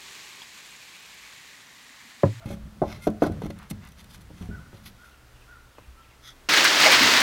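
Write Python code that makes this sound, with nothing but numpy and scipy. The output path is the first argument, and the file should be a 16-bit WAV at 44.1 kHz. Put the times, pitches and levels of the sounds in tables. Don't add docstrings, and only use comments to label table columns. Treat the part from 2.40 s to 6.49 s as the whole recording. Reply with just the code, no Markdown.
import sys
import numpy as np
from scipy import signal
from scipy.fft import rfft, irfft
from scipy.io import wavfile
from scipy.ndimage import uniform_filter1d

SR = 44100
rng = np.random.default_rng(int(sys.argv[2]) if len(sys.argv) > 2 else 0)


def unload_wav(signal):
    wavfile.write(
        sys.argv[1],
        SR,
        np.round(np.clip(np.atleast_2d(signal).T, -1, 1) * 32767).astype(np.int16),
    )


N = 180280
T = np.arange(N) / SR
TOP_HZ = 15750
MODE_SPREAD_DB = 2.4


def undb(db):
    return 10 ** (np.asarray(db) / 20)


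def unit_rms(x):
    return x / np.sqrt(np.mean(x ** 2))


def unit_peak(x):
    return x / np.abs(x).max()


def unit_onset(x):
    return x / np.sqrt(np.mean(x[:SR // 50] ** 2))


def add(out, start_s, x):
    i = max(int(start_s * SR), 0)
    out[i:i + len(x)] += x[:max(len(out) - i, 0)]


def fade(t, t60_s):
    return np.exp(-np.log(1000) * t / t60_s)


def rise(t, rise_s):
    return 1 - np.exp(-t / rise_s)


def band(x, low_hz, high_hz, order=2):
    return signal.sosfilt(signal.butter(order, [low_hz, high_hz], "band", fs=SR, output="sos"), x)


def coloured(spectrum):
    hz, db = np.transpose(spectrum)
    bins_hz = np.fft.rfftfreq(N, 1 / SR) + 1
    gain = undb(np.interp(np.log(bins_hz), np.log(hz), db))
    return unit_rms(irfft(rfft(rng.standard_normal(N)) * gain, N))


def walk(rate_hz):
    hold = int(SR / rate_hz)
    steps = np.repeat(rng.standard_normal(N // hold + 1), hold)
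    return unit_rms(uniform_filter1d(steps, hold)[:N])


def echoes(x, t60_s, top_hz, delay_s):
    t = T[:SR]
    tail = band(rng.standard_normal(SR), 47, top_hz) * fade(t, t60_s) * np.clip(t / delay_s - 1, 0, 1)
    tail *= np.sqrt(2 * top_hz / SR / np.sum(tail ** 2))
    return signal.fftconvolve(x, tail)[:N]


# freq_hz, density_db
AIR_SPECTRUM = [(15, -33), (25, 5.5), (69, -3.5), (91, -9), (129, -1), (152, -14), (267, -11), (722, -16.5),
                (1300, -14.5), (1800, -16.5), (2360, -20), (3340, -21.5), (15500, -33)]


def air(level_db=-55, drift_db=0.5):
    return coloured(AIR_SPECTRUM) * undb(level_db + drift_db * walk(5.1))


# pitch_hz, rms_db
HUM_TONES = [(64.6, -61), (119, -68)]


def machine_hum(drift_db=2, detune=0.01436):
    out = np.zeros(N)
    for pitch_hz, rms_db in HUM_TONES:
        gain = np.sqrt(2) * undb(rms_db + drift_db * walk(4.24))
        phase = 2 * np.pi * pitch_hz * np.cumsum(1 + detune * walk(3.017)) / SR
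        out += gain * np.sin(phase)
    return out


def bird_call(pitch_hz, level_db, rasp, overtone=0, flutter_db=3):
    n = len(pitch_hz)
    phase = 2 * np.pi * np.cumsum(pitch_hz * (1 + rasp * walk(380)[:n])) / SR
    arch = np.sqrt(np.abs(np.sin(np.linspace(0, np.pi, n))))
    gain = arch * undb(level_db + flutter_db * walk(247.6)[:n])
    return gain * (np.sin(phase) + overtone * np.sin(phase * 4 / 3))


# start_s, pitch_hz, level_db
CHIRPS = [(2.71, 2850, -63), (2.93, 2630, -63), (3.0, 2600, -62), (3.345, 2830, -59.5), (3.415, 2625, -63),
          (3.615, 2810, -59), (3.69, 2310, -60)]


def small_bird(length_s=0.05, fall_ratio=0.304):
    out = np.zeros(N)
    glide = 1 - fall_ratio * np.linspace(-0.5, 0.5, int(length_s * SR))
    for start_s, pitch_hz, level_db in CHIRPS:
        add(out, start_s, bird_call(pitch_hz * glide, level_db, rasp=0.09))
    return out


# start_s, length_s, partial_hz, level_db, droop_ratio
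CAWS = [(0, 0.065, 673, -51, 0.17), (2.015, 0.095, 732, -56, 0.17), (2.098, 0.1, 1499, -47, 0.16),
        (2.578, 0.115, 1448, -53, 0.109), (3.075, 0.1, 1467, -49, 0.12), (3.56, 0.083, 1346, -56, 0.059)]


def crow(overtone_db=-19):
    out = np.zeros(N)
    for start_s, length_s, partial_hz, level_db, droop_ratio in CAWS:
        arch = 1 - droop_ratio * np.linspace(-0.9, 1.1, int(length_s * SR)) ** 2
        add(out, start_s, bird_call(partial_hz * arch, level_db, rasp=0.024, overtone=undb(overtone_db)))
    return out


# start_s, level_db
THUDS = [(0.201, -39), (0.236, -32), (3.480, -37.5)]


def thuds(pitch_hz=61, t60_s=0.24, rise_s=0.0017):
    out, t = np.zeros(N), T[:SR]
    thud = np.sin(2 * np.pi * pitch_hz * t) * fade(t, t60_s) * rise(t, rise_s)
    for start_s, level_db in THUDS:
        add(out, start_s, undb(level_db) * thud)
    return out


# freq_hz, density_db
CLOTH_SPECTRUM = [(20, -22), (60, 0), (120, 0), (190, 0.5), (300, -15.5), (700, -26), (3000, -38),
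                  (15000, -58)]


def sleeve(booms, reach_db=-52.5, reach_end_s=2.41, release_s=0.2, swell_db=-5.5, swell_s=0.036):
    rustle = coloured(CLOTH_SPECTRUM)
    reach = undb(reach_db) * np.clip(1 - (T - reach_end_s) / release_s, 0, 1)
    step = 1 / (swell_s * SR)
    swell = undb(swell_db) * np.sqrt(signal.lfilter([step], [1, step - 1], booms ** 2))
    flutter = undb(2.5 * walk(24.77))
    return rustle * np.hypot(reach, swell) * flutter


# freq_hz, level_db, base_t60_s
HELD_MODES = [(62.8, -11, 0.76), (82, -4.5, 0.24), (96.5, -3, 0.47), (140.4, -11, 0.31), (175.2, 1.5, 0.18),
              (213.8, -5, 0.26), (329, -7, 0.14), (402, -4, 0.12)]
# start_s, level_db, cutoff_hz
BUMPS = [(0.1, -29, 279), (0.136, -34.5, 280), (0.468, -32.5, 220), (0.536, -35, 170), (.715, -32.5, 230),
         (0.869, -30, 230), (.91, -26.5, 250), (1.075, -29.5, 242), (1.334, -31.5, 120), (1.431, -42, 202),
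         (2.01, -28.5, 260), (2.089, -24.5, 276), (2.126, -36, 233), (2.335, -40, 190), (2.450, -43, 170)]


def bumps(jolt_db=-21.5, jolt_db_per_db=0.35, jolt_lag_s=0.014, jolt_cutoff_hz=120, rise_s=0.0018):
    out, t = np.zeros(N), T[:SR]
    pushes = [(start_s, undb(level_db), cutoff_hz) for start_s, level_db, cutoff_hz in BUMPS]
    for start_s, level_db, low_hz, *_ in KNOCKS:
        reach = 1 / (1 + (low_hz / 190) ** 4)
        gain = reach * undb(jolt_db + jolt_db_per_db * level_db)
        pushes.append((start_s + jolt_lag_s, gain, jolt_cutoff_hz))
    for start_s, gain, cutoff_hz in pushes:
        boom = ring(HELD_MODES, t, low_hz=44, cutoff_hz=cutoff_hz, t60_scale=0.8) * rise(t, rise_s)
        add(out, start_s, gain * unit_peak(boom))
    return out


def wood(force, resonances, tilt_db_per_oct):
    out = 0
    for freq_hz, width_hz, level_db in resonances:
        peak = signal.iirpeak(freq_hz, freq_hz / width_hz, SR)
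        gain = undb(level_db + tilt_db_per_oct * np.log2(freq_hz / resonances[0][0]))
        out += gain * signal.lfilter(*peak, signal.lfilter(*peak, force))
    return out


def stroke(resonances, half_length_s, tilt_db_per_oct, rough_db, catch_db=0, slip_hz=700):
    n = int(2 * half_length_s * SR)
    slips = undb(rough_db * rng.standard_normal(N // 10))[(T[:n] * slip_hz).astype(int)]
    catches = undb(catch_db * np.minimum(rng.exponential(size=N)[:n], 7))
    force = rng.standard_normal(N)[:n] * slips * catches
    return np.hanning(n) * unit_rms(wood(force, resonances, tilt_db_per_oct))


def touched(modes, detune):
    return [(hz * np.exp(detune * rng.standard_normal()),
             db + MODE_SPREAD_DB * rng.standard_normal(), damping) for hz, db, damping in modes]


# freq_hz, width_hz, level_db
SLIDE_RESONANCES = [(1390, 380, -6), (1940, 260, -4), (3392, 110, -1), (3540, 500, 0), (5010, 160, -2),
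                    (5560, 800, -8.5), (5990, 710, -8.5), (9800, 1300, -17), (10700, 360, -13.5),
                    (11900, 1500, -16.5)]


def slide(centre_s=3.878, half_length_s=0.07, level_db=-46.5):
    out = np.zeros(N)
    rub = stroke(SLIDE_RESONANCES, half_length_s, tilt_db_per_oct=-0.5, rough_db=2)
    add(out, centre_s - half_length_s, undb(level_db) * rub)
    return out


# freq_hz, width_hz, level_db
SQUEAK_RESONANCES = [(1405, 76, -5), (2100, 49, -1)]


def squeak(centre_s=0.645, half_length_s=0.055, level_db=-50):
    out = np.zeros(N)
    rub = stroke(SQUEAK_RESONANCES, half_length_s, tilt_db_per_oct=2, rough_db=1)
    add(out, centre_s - half_length_s, undb(level_db) * rub)
    return out


# freq_hz, width_hz, level_db
GRAIN = [(1280, 1250, 4.5), (1992, 170, 9.5), (2543, 480, 5.5), (3390, 930, 6), (4107, 850, 4.5),
         (4744, 560, 1), (5490, 1350, 0.5), (8010, 3200, -12.5), (10020, 5300, -7)]
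# freq_hz, width_hz, level_db
DRY_RINGS = [(2107, 130, 4), (2550, 70, -1), (3600, 150, 2.5), (5016, 220, -0.5), (5950, 74, -2.5)]
# centre_s, half_length_s, level_db, tilt_db_per_oct
SCRAPES = [(0.022, 0.032, -51.5, -20), (0.106, 0.072, -49.5, 0.6), (0.519, 0.095, -46.5, -1.5),
           (0.591, 0.04, -56, -1), (0.65, 0.053, -48.5, 4), (0.852, 0.055, -45, -0.5),
           (1.037, 0.073, -56, -1.5), (1.217, 0.086, -50, -25), (1.307, 0.017, -44.5, 8),
           (1.454, 0.082, -52.5, -5.5), (1.601, 0.038, -51.5, 1.2), (1.731, 0.056, -52, 3),
           (1.816, 0.016, -56, 4), (2.021, 0.11, -54.5, 0), (2.362, 0.07, -59.5, 1),
           (2.472, 0.051, -49.5, 3), (2.655, 0.13, -60.5, 2)]


def scrapes(judder_db=2, judder_hz=109.9):
    out = np.zeros(N)
    for centre_s, half_length_s, level_db, tilt_db_per_oct in SCRAPES:
        resonances = touched(GRAIN, detune=0.028) + DRY_RINGS
        rub = stroke(resonances, half_length_s, tilt_db_per_oct, rough_db=0.3, catch_db=4)
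        add(out, centre_s - half_length_s, undb(level_db) * rub)
    return out * unit_rms(undb(judder_db * walk(judder_hz)))


# freq_hz, width_hz, level_db
SPLINTER_RING = [(13500, 2900, -14.5)]
# start_s, peak_db, tilt_db_per_oct
TICKS = [(0.701, -42.5, 4), (.867, -35.5, 4), (.92, -43, 2.5), (1.046, -38, -1), (1.063, -38.5, 1),
         (1.187, -41, 5), (1.228, -48, 8), (1.3, -36, 2), (1.310, -32.5, 1.5), (1.45, -49, 9),
         (1.472, -43.5, 3.5), (1.487, -44.5, 7), (1.519, -44, 4), (1.642, -44, 3), (1.745, -39.5, 1),
         (1.777, -48, 2)]


def splinters(t60_s=0.016, rise_s=0.0014):
    out, t = np.zeros(N), T[:SR // 10]
    for start_s, peak_db, tilt_db_per_oct in TICKS:
        force = rng.standard_normal(len(t)) * fade(t, t60_s) * rise(t, rise_s)
        tick = wood(force, GRAIN + DRY_RINGS + SPLINTER_RING, tilt_db_per_oct)
        add(out, start_s, undb(peak_db) * unit_peak(tick))
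    return out


def ring(modes, t, low_hz, cutoff_hz, t60_scale):
    hz, db, t60_s = np.transpose(modes)[:, :, None]
    gain = undb(db) / np.sqrt((1 + (hz / cutoff_hz) ** 4) * (1 + (low_hz / hz) ** 4))
    return unit_peak(np.sum(gain * np.sin(2 * np.pi * hz * t) * fade(t, t60_s * t60_scale), axis=0))


def chatter(blow, t, rebound=0.4, first_gap_s=0.0058, gap_ratio=1.35, count=3):
    gaps_s = first_gap_s * gap_ratio ** np.arange(count) * undb(0.84 * rng.standard_normal(count))
    return blow + sum(rebound ** k * np.interp(t - lag_s, t, blow, left=0)
                      for k, lag_s in enumerate(np.cumsum(gaps_s), start=1))


def fibre_crack(t, contact, crackle_t60_s=0.04, snap_t60_s=0.0097, snap_db=-5):
    crackle_force = rng.standard_normal(len(t)) * contact * fade(t, crackle_t60_s)
    snap_force = rng.standard_normal(len(t)) * fade(t, snap_t60_s)
    crackle = wood(crackle_force, GRAIN + DRY_RINGS, tilt_db_per_oct=-1.2)
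    snap = wood(snap_force, GRAIN, tilt_db_per_oct=0.89)
    return unit_peak(crackle) + undb(snap_db) * unit_peak(snap)


# freq_hz, level_db, base_t60_s
STACK_MODES = [(96.7, 0.5, 1), (178, -7, 0.69), (213.2, -6.5, 0.81), (303.5, -4, 0.27), (363, 0.5, 0.12),
               (424, -1.5, 0.067), (497, 2, 0.072), (558, 4, 0.15), (619, -4, 0.16), (828.5, 1, 0.15),
               (883, 7, 0.039), (1032, -6.5, 0.23), (1146, -5.5, 0.15), (1340, 2, 0.087), (1406, -3, 0.12),
               (1480, -3, 0.18), (1700, -22, 0.19)]
# start_s, level_db, low_hz, cutoff_hz, t60_scale, crack_db, slap_hz, slap_db
KNOCKS = [(0.057, -33, 60, 330, 1.1, -8.5, 125, 3), (.104, -37.5, 149, 724, 0.98, -12, 310, -17),
          (0.4176, -21.5, 134, 656, 0.29, -26, 291, -8), (0.4203, -21, 192, 704, 0.57, -25, 610, -0.5),
          (0.4344, -30.5, 390, 740, 0.63, -18, 782, -6), (0.6695, -20, 124, 594, 0.47, -13, 593, -8),
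          (0.6737, -18.5, 139, 620, 0.49, -16, 348, -8.5), (.8208, -16.5, 172, 736, 0.43, -13.5, 539, -5.5),
          (.8250, -17.5, 220, 716, 0.44, -17, 451, -6), (0.834, -25.5, 229, 480, 0.26, -5, 335, 3),
          (.8410, -35.5, 1190, 1620, 0.59, -11, 1440, -2), (0.8476, -29.5, 280, 705, 0.4, -16, 425, -8),
          (0.8648, -27, 150, 600, 0.54, -10.5, 602, -10.5), (0.896, -31.5, 120, 520, 0.45, -24, 315, 2.5),
          (1.0190, -35.5, 233, 1050, 0.28, -4, 458, -1), (1.0357, -30.5, 89, 380, 0.35, -13, 208, -2),
          (1.0560, -33, 100, 443, 0.42, -10, 382, -13), (1.102, -39, 151, 676, 0.44, 3.5, 330, -13),
          (1.309, -31.5, 160, 336, 0.36, -5.5, 225, -6.5), (1.9020, -47.5, 180, 455, 0.73, -20, 310, -27),
          (2.329, -51, 178, 543, 1.65, -18, 390, -12), (3.3838, -47, 244, 1440, 0.26, -3.5, 520, -23)]


def knocks(thud_db=-3, slap_t60_s=0.046, rattle_db=-11, rattle_base_t60_s=0.16, contact_cycles=0.82):
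    out, t = np.zeros(N), T[:SR]
    for start_s, level_db, low_hz, cutoff_hz, t60_scale, crack_db, slap_hz, slap_db in KNOCKS:
        contact = 1 - np.exp(-(t * cutoff_hz / contact_cycles) ** 2)
        high_hz = max(0.84 * cutoff_hz, low_hz + 100)
        boards = ring(touched(STACK_MODES, detune=0.0095), t, low_hz, cutoff_hz, t60_scale)
        thud = band(signal.unit_impulse(SR), 0.73 * low_hz, high_hz, order=4)
        slap = contact * np.sin(2 * np.pi * slap_hz * t) * fade(t, slap_t60_s)
        blow = contact * unit_onset(boards) + undb(thud_db) * unit_onset(thud)
        body = unit_onset(chatter(blow, t)) + undb(slap_db) * unit_onset(slap)
        body = band(body, 0.58 * low_hz, TOP_HZ)
        rattle = band(rng.standard_normal(SR), low_hz, high_hz, order=4)
        rattle *= contact * fade(t, rattle_base_t60_s * t60_scale)
        crack = fibre_crack(t, contact)
        knock = unit_onset(body) + undb(rattle_db) * unit_onset(rattle) + undb(crack_db) * crack
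        add(out, start_s, undb(level_db) * knock)
    return out


def scene():
    booms = bumps()
    timber = knocks() + booms + scrapes() + squeak() + slide() + splinters()
    birds = crow() + small_bird()
    near = timber + undb(-17.5) * echoes(timber, t60_s=0.41, top_hz=5600, delay_s=0.0092)
    far = birds + undb(-4.5) * echoes(birds, t60_s=0.98, top_hz=5000, delay_s=0.0042)
    return (near + far + thuds() + sleeve(booms) + air() + machine_hum())[None]


def record(dry, ceiling=0.44):
    limited = dry / (1 + (dry / ceiling) ** 4) ** 0.25
    return signal.sosfilt(signal.ellip(10, 0.1, 70, TOP_HZ, fs=SR, output="sos"), limited)


dry = scene()
out = record(dry)
unload_wav(out)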